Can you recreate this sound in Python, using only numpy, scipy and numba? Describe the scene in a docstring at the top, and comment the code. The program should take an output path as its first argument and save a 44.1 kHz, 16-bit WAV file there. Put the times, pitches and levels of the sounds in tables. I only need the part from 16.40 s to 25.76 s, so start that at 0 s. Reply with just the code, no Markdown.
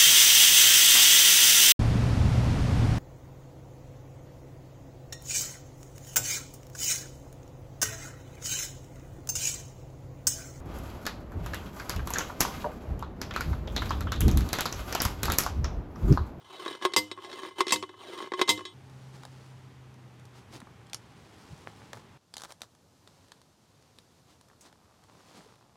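"""Rough steel scrapes upwards, knocks and slams: a man drives a fence post at the edge of a wood, in three strokes.
After an abrupt cut he clips wire to it while a distant vehicle passes; after another he works on in the quiet.
Struck steel is a sum of decaying modes plus noise bursts; sliding is a stream of random slips through resonators.
Wire, cloth and leaves are shaped noise, the vehicle is harmonics over coloured noise, and the wood is a scattered
tail. A fast limiter holds the clanks."""
import sys
import numpy as np
from scipy import signal
from scipy.fft import rfft, next_fast_len
from scipy.io import wavfile
from scipy.ndimage import uniform_filter1d, minimum_filter1d
from numba import njit

SR = 44100
rng = np.random.default_rng(int(sys.argv[2]) if len(sys.argv) > 2 else 0)


def log_audio(samples):
    """Write samples as a 16-bit WAV file to the path given in sys.argv[1]."""
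    # one column per channel
    frames = np.atleast_2d(samples).T
    # limit to full scale, then quantise
    limited = np.clip(frames, -1, 1)
    pcm = np.round(limited * 32767).astype(np.int16)
    wavfile.write(sys.argv[1], SR, pcm)


N = 412776
T = np.arange(N) / SR
RING_T = T[:SR * 3 // 5]  # time axis of one ring or burst [s]
TOP_HZ = 16200  # upper limit of the sound

# the two cuts between the three sections: (time [s])
CUT_TIMES = (2.338, 5.775)

# strokes of the driver: (lift starts [s], tube tips over at the top [s], cap lands [s], scrape level [dB],
# blow level [dB], blow treble relative to body [dB], chatter length [s], low, middle, high favoured mode [Hz])
DRIVER_STROKES = [(0.107, 0.455, 0.5635, -44, -14.5, 0, 0.028, 1100, 2050, 4730),
                  (0.837, 1.215, 1.3224, -45.5, -16, 0, .021, 1050, 2560, 7130),
                  (1.609, 2.014, 2.0914, -45, -14, 1, .023, 2060, 3340, 3850)]
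# modes of the post: (frequency [Hz], level [dB], t60 before favouring [s])
POST_MODES = [(102, -32, 1), (205, -24, .2), (307, -15, .37), (368, -8, .07), (511, -16.5, .23),
              (716, -26, .19), (942, -3.5, .115), (1045, -5, .05), (1110, -6, .055), (2035, -6, .055),
              (2072, -7, .125), (2628, -11, .075), (2988, -35, .65), (3144, -11, .08), (3190, -9, .075),
              (3440, -9, .07), (3812, -4, .06), (4177, -16, .1), (4796, -1.5, .075), (5028, -10, .06),
              (5190, -14, .09), (5372, -7, .085), (5722, -9, .06), (6210, -13, .08), (6500, -10, .065),
              (7205, -9, .06), (7412, -11, .065), (7640, -3.5, .068), (8192, -9, .065), (8344, -13, .07),
              (8988, -10, .095), (9685, -17, .065), (10968, -18, .07), (13008, -14, .115)]
# crowd of short-lived modes in a blow: (frequency [Hz], level [dB])
CLASH_SPECTRUM = [(50, -25), (110, -11.5), (220, 5.5), (300, 3.5), (410, 13.5), (600, 1.5), (800, 0),
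                  (1080, 11), (1300, -2.5), (1650, -2.5), (2000, 7.5), (2350, 0), (3500, 5.5), (8000, 0.5),
                  (11000, -3.5), (16000, -13.5)]
# dense small modes of the post that outlast the crash: (frequency [Hz], level [dB])
SHIMMER_SPECTRUM = [(200, -20), (1500, -14), (3000, -1.5), (4500, 0), (6500, -3), (10000, -14),
                    (16000, -28)]
CLASH_T60_S, CHATTER_T60_S, CHATTER_DB = .075, .04, -3  # crash of a landing and of each rebound of the cap
SHIMMER_DB, SHIMMER_T60_S = -25, .27
CROWD_DB, CROWD_FULL_HZ = 6, 4000  # depth of the peaks in a clash, full above this frequency
# the spot that is struck favours some modes: louder, longer (as a fraction), over this range
FAVOUR_DB, FAVOUR_RING, FAVOUR_OCTAVES = 5.5, 0.08, 0.15

# the tube wobbles against the post, hardest as it tips over at the top:
# (time [s], body level before trim [dB], treble level before trim [dB], ring length [factor], favoured mode [Hz])
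TUBE_KNOCKS = [(.261, -29.5, -43.5, 0.61, 1080), (.279, -35.5, -40, 1.15, 3850),
               (.327, -44.5, -47.5, 0.87, 3400), (0.351, -39, -48.5, 0.43, 1080),
               (0.414, -42.5, -54, .8, 1076), (0.4224, -35.5, -47.5, 1.3, 1074),
               (0.4512, -9, -18, 0.84, 1076), (.521, -46, -51, .7, 3840), (0.5361, -36.5, -30, 0.77, 4350),
               (0.7144, -36, -36, 1.07, 3850), (.775, -42.5, -65, 1.1, 1070), (.787, -44, -68, 1.1, 1070),
               (.846, -42.5, -48, 2.3, 945), (.899, -47, -52, 1, 3830), (.915, -45, -48, 1.1, 4320),
               (.929, -44, -45, 1.8, 4320), (1.0329, -34.5, -48, 0.63, 1076), (1.05, -36, -51, .8, 1076),
               (1.109, -48.5, -61, 1.1, 1076), (1.206, -11, -20.5, 0.7, 1100),
               (1.2678, -30.5, -36.5, 0.82, 360), (1.281, -40, -31.5, 0.67, 5400),
               (1.293, -42, -33, 1.2, 3440), (1.307, -33, -28.5, .87, 4350),
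               (1.359, -34, -31.5, 0.74, 4350), (1.426, -33, -40.5, 0.57, 3370),
               (1.435, -35, -52, 0.79, 1070), (1.492, -45, -55, 1.1, 3830), (1.541, -48, -74, 1.1, 1070),
               (1.787, -39, -45.5, .9, 1070), (1.803, -34, -51, 0.78, 1052),
               (1.825, -35.5, -50.5, .57, 359.3), (1.842, -38, -54.5, 0.7, 1076),
               (1.873, -40.5, -58, 0.8, 1064), (1.919, -27.5, -46.5, 0.46, 1660),
               (1.936, -29.5, -42.5, 1.37, 1062), (1.993, -28.5, -38, 0.86, 4380),
               (2.0142, -13, -20, 0.79, 3770), (2.077, -41.5, -34.5, 1.5, 3860),
               (2.083, -30, -32, .97, 1066), (2.176, -39, -42.5, 1, 3800), (2.192, -37, -51, 0.76, 1050),
               (2.207, -41, -57, 1.1, 1076), (2.2522, -43.5, -38.5, 2.74, 3520)]
# modes of the driver's tube and the air in it: (frequency [Hz], level [dB], t60 before scaling [s])
TUBE_MODES = [(366, 2, .08), (402, -5, .045), (943, -15, .12), (1076, -1, .06), (1150, -9, .035),
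              (1663, -9, .04), (1790, -11, .03), (2032, -7, .04), (2068, -19, .14), (2417, -19, .05),
              (2630, -19, .06), (3000, -28, .12), (3205, -14, .06), (3452, -15, .075), (3826, -10, .06),
              (4356, -13, .05), (5020, -19, .05), (5362, -15, .05), (5700, -17, .035), (6590, -18, .045),
              (7400, -21, .04), (8310, -24, .08), (9670, -25, .03)]
# crowd of short-lived modes in a knock: (frequency [Hz], level [dB])
THUD_SPECTRUM = [(50, -29), (110, -29), (220, -27), (420, 16), (750, 5), (1200, 9), (1800, -1.5),
                 (2400, -3.5), (3800, 1.5), (7000, -14.5), (11000, -16.5), (16000, -63.5)]
# crack of a knock: level at 0 dB of knock treble, dB gained per dB of that treble, decay
CRACK_DB, CRACK_GROWTH, CRACK_T60_S = 7.5, 1.68, 0.038
# light taps as the lift ends: spacing, body and treble before trim, spread
RATTLE_GAP_S, RATTLE_DB, RATTLE_TREBLE_DB, RATTLE_SCATTER_DB = 0.018, -47, -60.5, 2.5

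# slowly dying modes of the raised driver and the post: (frequency [Hz], level [dB], t60 [s])
SINGING_MODES = [(2069, 0, .55), (2988, -9, .8)]
SING_LIFT_DB, SING_TIP_DB = -54.5, -43.5  # their level as the lift ends, and after the knock at the top

# wall resonances that sliding excites: (frequency [Hz], width [Hz], level [dB])
SCRAPE_MODES = [(370, 55, 6.5), (945, 24, 0), (1074, 41, 3), (1660, 22, -6), (2052, 20, 0.5),
                (2646, 22, -6.5), (3050, 100, -3.5), (3420, 20, -4.5), (3850, 25, -0.5), (4310, 14, -5),
                (5050, 50, -12.5), (5720, 40, -11), (6570, 56, -15), (7300, 60, -19), (8500, 170, -15)]
# slips that drive the air column: (frequency [Hz], level [dB])
COLUMN_SPECTRUM = [(100, -33.5), (250, -4.5), (450, 6), (750, 10), (1200, 4.5), (2400, -3), (3600, 1.5),
                   (6000, -25), (9000, -53.5), (16000, -79)]
# broad hiss of the rust itself: (frequency [Hz], level [dB])
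RASP_SPECTRUM = [(200, -25), (500, -2), (1500, 0), (2400, -5), (3400, 1), (4500, -6), (7000, -16),
                 (16000, -40)]
LIFT_S = .23  # time to raise the driver
COLUMN_M, TRAVEL_M = .078, 0.18  # air column in the tube at rest, and what the lift adds
LIFT_ATTACK_DB_PER_S, LIFT_RELEASE_DB_PER_S = 161, 265  # the scrape on the way up sets in and dies
LOW_LIFT_DB = -7  # the scrape is this much softer while the tube still sits low
TIP_DB, TIP_S, TIP_DB_PER_S = -38.5, .024, 650.5  # scrape just before the top knock: level, length, edge slope
REST_DB = -61  # faint rubbing while the driver sits low on the post
WANDER_DB, WANDER_PER_S = 3, 30  # scale and rate of the swelling of each wall mode as the contact slides

# wire clip and pliers snap against the post:
# (time [s], treble level before trim [dB], body level before trim [dB], main resonance [Hz])
WIRE_CLICKS = [(2.834, -44, -45.5, 1080), (2.852, -38, -44.5, 1050), (3.8538, -47, -68, 1530),
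               (4.2027, -41.5, -53, 1650), (4.217, -58, -47, 921), (4.2705, -69, -48.5, 1210),
               (4.498, -45, -64, 4200), (4.5323, -25, -43.5, 3500), (4.5454, -22.5, -44, 5370),
               (5.5317, -35, -39, 820), (5.571, -50, -46.5, 900), (5.9394, -31, -49.5, 4400),
               (5.956, -46, -56, 4500), (5.968, -28.5, -44.5, 3400), (5.9805, -31, -53, 4100),
               (5.998, -41, -55, 1500), (6.007, -40, -52, 1100), (6.019, -33.5, -45, 1600),
               (6.036, -33, -43, 1090), (6.043, -40, -50, 1000), (6.049, -38, -46, 1000),
               (6.054, -44, -48, 1050), (6.106, -42, -49, 1300), (6.1135, -44, -52, 1400),
               (6.1217, -36, -47.5, 1050), (6.207, -50, -56, 1500), (6.218, -27, -44.5, 3650),
               (6.233, -45, -52, 1200), (6.6751, -43.5, -53, 3840), (6.9188, -40, -49, 3700),
               (7.016, -50, -59, 5030), (7.5865, -40.5, -55, 3730), (8.0115, -48, -58, 960),
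               (8.1, -70, -59, 1400), (8.132, -68, -60, 1400), (8.327, -53, -61, 2200),
               (9.007, -60, -55, 1450), (9.157, -55, -70, 1300)]
# noise burst of one snap: (frequency [Hz], level [dB])
SNAP_SPECTRUM = [(100, -40), (350, 4.5), (650, 8.5), (1100, 3.5), (1600, 2.5), (2700, -11.5), (3500, 2),
                 (4800, -0.5), (6500, -1.5), (10000, -5), (13000, -16), (16000, -20)]
# stray ticks of loose wire: rate, treble and body before trim, middle pitch, greatest scatter of level
TICKS_PER_S, TICK_TREBLE_DB, TICK_BODY_DB, TICK_HZ, TICK_SCATTER_DB = 1.6, -53, -66, 1270, 1
# dull knocks of hands and tools: (time [s], peak level [dB])
HAND_THUMPS = [(5.2731, -24), (5.419, -40), (5.5347, -32), (5.546, -38), (5.576, -39), (8.329, -47)]
# the wire grates as it is bent round the post: (time [s], half-length [s], level [dB])
WIRE_TWISTS = [(5.56, 0.025, -53.5), (6.02, 0.051, -58), (6.1, 0.02, -54.5), (6.232, 0.02, -57.5)]
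# grating wire: (frequency [Hz], level [dB])
GRATE_SPECTRUM = [(100, -30), (450, 0), (1000, 7), (1600, 0), (2600, -18), (4200, -5), (10000, -14),
                  (16000, -22)]
# thin hiss of a skidding wire end: (frequency [Hz], level [dB])
SKID_SPECTRUM = [(300, -21), (1500, -9), (4500, -9), (5700, 3), (8500, 0), (10000, -9), (16000, -17)]
SKID_S, SKID_DB, SKID_T60_S = 8.209, -52.5, 0.13  # a wire end springs free and skids along the post

# a glove or sleeve brushes past, quickly or in a long reach: (time [s], half-length [s], level [dB])
CLOTH_SWISHES = [(2.75, 0.018, -52.5), (2.87, 0.38, -60), (3.98, 0.039, -58), (4.15, 0.032, -48),
                 (4.35, 0.38, -78), (5.12, 0.54, -57.5), (5.6, 0.045, -60), (6.09, 0.033, -69),
                 (6.82, 0.22, -65.5), (7.5, 0.52, -68.5), (7.91, 0.042, -60.5), (8.254, 0.041, -58.5),
                 (8.92, 0.24, -58.5), (8.98, 0.023, -55.5)]
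# rubbing canvas: (frequency [Hz], level [dB])
CLOTH_SPECTRUM = [(30, -23), (100, -1), (300, 7.5), (600, 0.5), (1000, 2), (1600, -5), (2600, -6.5),
                  (4500, -5.5), (7000, -10.5), (10000, -16), (13000, -24.5), (16000, -26)]
FLUTTER_DB = 1.6  # unevenness of the rubbing cloth
# boots shift in the leaf litter: (time [s], half-length [s], level [dB])
BOOT_STEPS = [(8.11, 0.038, -65), (8.4, 0.16, -67.5), (8.98, 0.53, -62.5), (9.03, 0.071, -64)]
# crushed leaves: (frequency [Hz], level [dB])
LITTER_SPECTRUM = [(40, -7), (90, 5.5), (200, -4), (500, -6), (800, -1.5), (1150, -3), (1800, -14),
                   (4000, -20), (16000, -54)]
# soft low bumps as he shifts his stance: (time [s], peak level [dB], frequency [Hz], half-length [s])
STANCE_BUMPS = [(4.228, -39.5, 223, 0.0045), (5.116, -42, 91, 0.018), (5.132, -34, 129, 0.0045),
                (5.559, -49, 112, 0.027), (8.99, -51.5, 177, .014), (9.067, -51, 450, 0.0054)]

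# firing rate of the distant vehicle: (time [s], rate [Hz])
FIRING_RATE = [(2.8, 131), (3.2, 129), (4.1, 123), (4.5, 119), (5, 108), (5.77, 100)]
# exhaust harmonics: (multiple of the firing rate, level [dB])
ENGINE_HARMONICS = [(.75, -15), (1, 0), (1.5, -17), (2, -18), (3, -23)]
# tyre wash: (frequency [Hz], level [dB])
ROAD_SPECTRUM = [(15, -44), (25, -19), (97, 1.5), (134, 2), (301, -9), (394, -8.5), (714, -16.5),
                 (818, -9.5), (887, -13), (3250, -23), (8830, -55), (14400, -61), (16000, -64)]
DRONE_DB, DRONE_DB_PER_HZ = -50, 0.67  # level at the highest revs; it fades as they sink
TYRE_DB, TYRE_DB_PER_S = -56, 0.5  # tyre wash at the first cut, and its growth

# still outdoor air: (frequency [Hz], level [dB])
AIR_SPECTRUM = [(15, -4), (25, -20), (38, -14.5), (97, 2), (123, 1), (405, -10), (463, -9.5), (911, -13),
                (2160, -24.5), (4370, -21), (6380, -22.5), (14800, -34.5), (16000, -49)]
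AIR_DB = -63
FIRST_SECTION_AIR_DB = -3  # the air is stiller before the first cut
DIP_DB, DIP_S = -8.5, .12  # the background dips briefly after the second cut

CEILING_DB, ROUNDING_DB = -8, -11.2  # where the limiter holds, and where peaks are rounded off


def blows(clash_db=-1, rebounds=4):
    """Impact excitation: the landing cap rings the post's modes, then chatters unevenly on its top."""
    out = np.zeros(N)
    for _, _, land, _, blow_db, treble_db, chatter_s, *favoured in DRIVER_STROKES:
        spectrum = crowd(CLASH_SPECTRUM)
        clash = burst(spectrum, CLASH_T60_S)
        body, treble = split(ring(POST_MODES, favoured) + undb(clash_db) * clash)
        add(out, land, undb(blow_db) * (body + undb(treble_db) * treble))
        add(out, land, undb(blow_db + SHIMMER_DB) * burst(SHIMMER_SPECTRUM, SHIMMER_T60_S))
        # rebounds at uneven moments, each softer the later it comes
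        for share in (np.arange(rebounds) + rng.uniform(.4, 1, size=rebounds)) / rebounds:
            rebound = burst(spectrum, CHATTER_T60_S)
            add(out, land + share * chatter_s, undb(blow_db + CHATTER_DB - 10 * share) * rebound)
    return out


def crowd(points, spacing_hz=70):
    """Modal density: a spectrum broken into narrow peaks, deeper in the treble where small modes stand apart."""
    hz, db = np.transpose(points)
    f = np.arange(50, TOP_HZ, spacing_hz)
    depth = np.minimum(f / CROWD_FULL_HZ, 1)
    peaks = np.clip(rng.standard_normal(len(f)), -2, 1.5) * depth
    level_db = np.interp(np.log(f), np.log(hz), db)
    return np.column_stack([f, level_db + CROWD_DB * peaks])


def ring(modes, favoured, length=1):
    """Modal superposition: decaying sines from rest, louder and longer near the favoured frequencies."""
    out = 0
    for hz, db, t60 in modes:
        level_scatter, tuning_scatter, polarity = rng.standard_normal(3)
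        near = sum(np.exp(-(np.log2(hz / f) / FAVOUR_OCTAVES) ** 2) for f in favoured)
        gain = np.sign(polarity) * undb(db + level_scatter + FAVOUR_DB * near)
        decay = fade(t60 * length * (1 + FAVOUR_RING * near))
        out = out + gain * decay * np.sin(2 * np.pi * hz * (1 + tuning_scatter / 1000) * RING_T)
    return out


def knocks(thud_t60=0.049, body_db=1, treble_db=1, contact_s=0.00012):
    """Lateral impact: the tube hits the post with a grip-damped hollow clonk; hard hits add a short crack."""
    out = np.zeros(N)
    for s, low_db, high_db, length, hz in TUBE_KNOCKS + rattles():
        clonk = ring(TUBE_MODES, [hz], length) + undb(-4) * burst(THUD_SPECTRUM, thud_t60)
        onset = 1 - np.exp(-RING_T / contact_s)
        add(out, s, contact(clonk * onset, low_db + body_db, high_db + treble_db))
        crack = burst(CLASH_SPECTRUM, CRACK_T60_S)
        add(out, s, undb(CRACK_DB + CRACK_GROWTH * high_db) * crack)
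    # the narrow tube radiates little below its lowest air resonance
    return sieve(out, 3, 230, "high")


def rattles(count=3):
    """Repeated light contact: the tube rattles as each lift ends, in rows like TUBE_KNOCKS."""
    rows = []
    for lift, *_ in DRIVER_STROKES:
        for k in range(count):
            s = lift + LIFT_S + RATTLE_GAP_S * (k - 1 + rng.uniform(-.5, .5))
            db = RATTLE_SCATTER_DB * rng.standard_normal()
            hz = rng.choice([mode_hz for mode_hz, *_ in TUBE_MODES])
            rows.append((s, RATTLE_DB + db, RATTLE_TREBLE_DB + db, 1, hz))
    return rows


def contact(x, body_db, treble_db, size=256):
    """Contact hardness: set the peak short-time level of body and treble; harder contact has more treble."""
    out = 0
    for part, db in zip(split(x), (body_db, treble_db)):
        peak_level = np.sqrt(uniform_filter1d(part ** 2, size).max())
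        out = out + undb(db) * part / peak_level
    return out


def sliding(steel_db=-1.5, column_db=-4.5, rasp_db=-13):
    """Stick-slip friction: slips of rough steel excite the tube's air and wall modes as the contact moves."""
    slips = grains(4500, 1.7) * undb(2.4 * walk(140))
    wall = 0
    for hz, width, db in SCRAPE_MODES:
        mode = signal.lfilter(*signal.iirpeak(hz, hz / width, fs=SR), slips)
        wall = wall + undb(db + WANDER_DB * walk(WANDER_PER_S)) * mode
    quarter_wave_hz = 343 / (4 * (COLUMN_M + TRAVEL_M * height()))  # speed of sound 343 m/s
    column = pipe(colour(slips, COLUMN_SPECTRUM), quarter_wave_hz, .68)
    rasp = colour(slips, RASP_SPECTRUM)
    mix = undb(steel_db) * unit(wall) + undb(column_db) * unit(column) + undb(rasp_db) * rasp
    return mix * rubbing()


@njit
def pipe(x, hz, reflection):
    """Quarter-wave resonance: in a tube closed at one end sound returns inverted after half a period."""
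    y = x.copy()
    for i in range(1000, len(x)):
        place = i - SR / (2 * hz[i])
        k = int(place)
        y[i] -= reflection * (y[k] + (place - k) * (y[k + 1] - y[k]))
    return y


def height():
    """Kinematics: height of the driver, 0-1; the lift slows towards the top, the fall speeds up."""
    out = 0
    for lift, tip, land, *_ in DRIVER_STROKES:
        rise = np.sin(np.pi / 2 * np.clip((T - lift) / LIFT_S, 0, 1))
        fall = np.clip((T - tip) / (land - tip), 0, 1) ** 2
        out = out + rise - fall
    return out


def rubbing():
    """Friction strength: the scrape grows through the lift, hushes at the top, swells as the tube tips over."""
    low = 1 - height()
    gain = undb(REST_DB) * low
    for lift, tip, _, scrape_db, *_ in DRIVER_STROKES:
        early, late = np.maximum(lift - T, 0), np.maximum(T - lift - LIFT_S, 0)
        edges_db = LIFT_ATTACK_DB_PER_S * early + LIFT_RELEASE_DB_PER_S * late
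        gain = np.maximum(gain, undb(scrape_db + LOW_LIFT_DB * low - edges_db))
        outside_tip = np.abs(T - np.clip(T, tip - TIP_S, tip))
        gain = np.maximum(gain, undb(TIP_DB - TIP_DB_PER_S * outside_tip))
    return gain


def singing():
    """Light damping: lifted clear, the steel sings on thinly after each lift and each knock at the top."""
    out = np.zeros(N)
    for lift, tip, land, *_ in DRIVER_STROKES:
        for s, db in ((lift + LIFT_S, SING_LIFT_DB), (tip, SING_TIP_DB)):
            tone = 0
            for hz, mode_db, t60 in SINGING_MODES:
                tone = tone + undb(db + mode_db) * fade(t60) * np.sin(2 * np.pi * hz * RING_T)
            # silenced over the last 10 ms before the landing
            add(out, s, tone * np.clip((land - s - RING_T) / .01, 0, 1))
    return out


def clicks(snap_t60=0.013, tail_db=-22, tail_t60=0.066, body_db=1, treble_db=-9, sharpness=3):
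    """Two-stage decay: dry snaps of wire, each with its own pitch and a faint shiver of the fence behind it."""
    out = np.zeros(N)
    for s, high_db, low_db, hz in WIRE_CLICKS + stray_ticks():
        decay = fade(snap_t60) + undb(tail_db) * fade(tail_t60)
        snap = colour(rng.standard_normal(len(RING_T)), SNAP_SPECTRUM) * decay
        snap = snap + signal.lfilter(*signal.iirpeak(hz, sharpness, fs=SR), snap)
        add(out, s, contact(snap, low_db + body_db, high_db + treble_db))
    return out


def stray_ticks(count=32):
    """Irregular contact: loose wire ticks now and then, in rows like WIRE_CLICKS."""
    rows = []
    for k, (late, a, b, c) in enumerate(rng.uniform(-1, 1, size=(count, 4))):
        s = CUT_TIMES[0] + (k + .5 + late / 2) / TICKS_PER_S
        treble_db = TICK_TREBLE_DB + TICK_SCATTER_DB * a
        body_db = TICK_BODY_DB + TICK_SCATTER_DB * b
        if s < T[-1]:
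            rows.append((s, treble_db, body_db, TICK_HZ * 2 ** (c / 2)))
    return rows


def thumps(low_hz=200, high_hz=2000):
    """Band-limited impulse: gloved hands and tools give one short push, its lows trailing a little."""
    impulse = 1. * (RING_T == 0)
    push = sieve(impulse, 3, [low_hz, high_hz], "band")
    out = np.zeros(N)
    for s, db in HAND_THUMPS:
        add(out, s, undb(db) * push / np.abs(push).max())
    return out


def grating():
    """Granular friction: wire grates round the post between the snaps; one end skids away with a thin hiss."""
    out = colour(grains(3000, 1.8), GRATE_SPECTRUM) * swells(WIRE_TWISTS)
    add(out, SKID_S, undb(SKID_DB) * burst(SKID_SPECTRUM, SKID_T60_S))
    return out


def handling():
    """Granular noise: canvas rubs in fine grains; shifting weight crushes leaves and gives soft bumps."""
    rustle = colour(grains(7000, 0.64), CLOTH_SPECTRUM) * swells(CLOTH_SWISHES)
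    out = rustle * undb(FLUTTER_DB * walk(35)) * (T > CUT_TIMES[0])
    out += colour(grains(700, 2.1), LITTER_SPECTRUM) * swells(BOOT_STEPS) * undb(1.2 * walk(30))
    t = RING_T - .1  # the bump is centred on its own time
    for s, db, hz, length in STANCE_BUMPS:
        add(out, s + t[0], undb(db) * np.exp(-(t / length) ** 2) * np.cos(2 * np.pi * hz * t))
    return out


def vehicle():
    """Periodic source: exhaust harmonics sink in pitch and level together over the growing wash of tyres."""
    hz = curves(FIRING_RATE)[0]
    turn = 2 * np.pi * np.cumsum(hz * (1 + .004 * walk(20))) / SR
    drone = sum(undb(db + walk(9)) * np.sin(k * turn) for k, db in ENGINE_HARMONICS)
    drone_db = DRONE_DB - DRONE_DB_PER_HZ * (hz.max() - hz)
    tyres = colour(rng.standard_normal(N), ROAD_SPECTRUM)
    tyre_db = TYRE_DB + TYRE_DB_PER_S * (T - CUT_TIMES[0])
    return unit(drone) * undb(drone_db) + tyres * undb(tyre_db)


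def woods(x, wet_db=-27, t60=0.26):
    """Diffuse scattering: trunks and brush add a faint, duller tail that builds up and dies."""
    spectrum = [(100, 23.5), (500, 6.5), (4000, 5.0), (9000, 7.5), (16000, 1.5)]  # (frequency [Hz], level [dB])
    tail = burst(spectrum, t60) * (1 - fade(0.092))
    return x + undb(wet_db) * signal.fftconvolve(x, tail / np.linalg.norm(tail))[:N]


def still_air():
    """Broadband ambient noise: coloured noise wanders slowly, with a brief dip after the second cut."""
    dip_db = DIP_DB * (T > CUT_TIMES[1]) * np.exp(-((T - CUT_TIMES[1]) / DIP_S) ** 2)
    first_db = FIRST_SECTION_AIR_DB * (T < CUT_TIMES[0])
    return colour(rng.standard_normal(N), AIR_SPECTRUM) * undb(AIR_DB + dip_db + first_db + walk(2.363))


def undb(db):
    """Logarithmic level: decibels to gain."""
    return 10 ** (np.asarray(db) / 20)


def unit(x):
    """Normalisation: scale to rms 1."""
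    return x / np.sqrt(np.mean(x ** 2))


def curves(table):
    """Linear interpolation: each column of a table, joined by straight lines in time."""
    s, *columns = np.transpose(table)
    return [np.interp(T, s, c) for c in columns]


def add(out, s, x):
    """Superposition: mix x in at time s."""
    i = int(s * SR)
    out[i:i + len(x)] += x[:N - i]


def fade(t60):
    """Exponential decay: a fall of 60 dB in t60 seconds."""
    return np.exp(-np.log(1000) * RING_T / t60)


def sieve(x, order, hz, kind):
    """Linear filtering: keep the low, high or middle band of x."""
    return signal.sosfilt(signal.butter(order, hz, kind, fs=SR, output="sos"), x)


def split(x, hz=2500):
    """Band division: body and treble of a sound."""
    return [sieve(x, 4, hz, kind) for kind in ("low", "high")]


def colour(x, points):
    """Spectral shaping: weight x by a curve of (frequency [Hz], level [dB]) points, at rms 1."""
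    hz, db = np.transpose(points)
    size = next_fast_len(len(x))
    f = np.fft.rfftfreq(size, 1 / SR) + 1
    gain = undb(np.interp(np.log(f), np.log(hz), db))
    return unit(np.fft.irfft(rfft(x, size) * gain, size)[:len(x)])


def burst(spectrum, t60):
    """Decaying noise: coloured noise under an exponential envelope."""
    return colour(rng.standard_normal(len(RING_T)), spectrum) * fade(t60)


def walk(rate):
    """Slow random modulation: chance values, rate per second, joined by lines, with a spread near 1."""
    knots = rng.standard_normal(1024)
    return np.interp(T * rate, np.arange(len(knots)), knots)


def grains(rate, spread_db):
    """Random pulse train: tiny slips at random moments, a few much larger than the rest."""
    happens = rng.random(N) < rate / SR
    size_db = spread_db * np.minimum(rng.exponential(size=N), 5)
    return unit(happens * rng.standard_normal(N) * undb(size_db))


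def swells(table):
    """Incoherent addition: bell-shaped swells for (time [s], half-length [s], level [dB]) rows add in power."""
    return np.sqrt(sum((undb(db) * np.exp(-((T - s) / length) ** 2)) ** 2 for s, length, db in table))


def scene():
    """Superposition of sources: three sections joined by hard cuts, over still outdoor air."""
    # slender steel radiates almost no deep bass
    steel = sieve(blows() + knocks() + sliding() + singing(), 4, 85, "high")
    driving = woods(steel) * (T < CUT_TIMES[0])
    wiring = woods(clicks() + thumps(), wet_db=-14.5, t60=0.088) + grating() + handling()
    passing = vehicle() * (T > CUT_TIMES[0]) * (T < CUT_TIMES[1])
    return (driving + wiring + passing + still_air())[None]


def record(dry, release_s=0.02, size=40):
    """Dynamic limiting: clanks are held, their peaks rounded, then let go; rumble and the top are cut."""
    x = sieve(dry, 2, [45, TOP_HZ], "band")
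    over = np.log(np.maximum(np.abs(x[0]) / undb(CEILING_DB), 1))
    # gain reduction rises just ahead of each new peak and then relaxes exponentially
    held = np.exp(np.maximum.accumulate(np.log(over + 1e-12) + T / release_s) - T / release_s)
    gain = uniform_filter1d(minimum_filter1d(np.exp(-held), size), size)
    x = x * gain
    x = x / (1 + (x / undb(ROUNDING_DB)) ** 6) ** (1 / 6)
    x = sieve(x, 2, 35, "high")
    return signal.sosfilt(signal.ellip(10, .2, 70, TOP_HZ, fs=SR, output="sos"), x)


dry = scene()
out = record(dry)
log_audio(out)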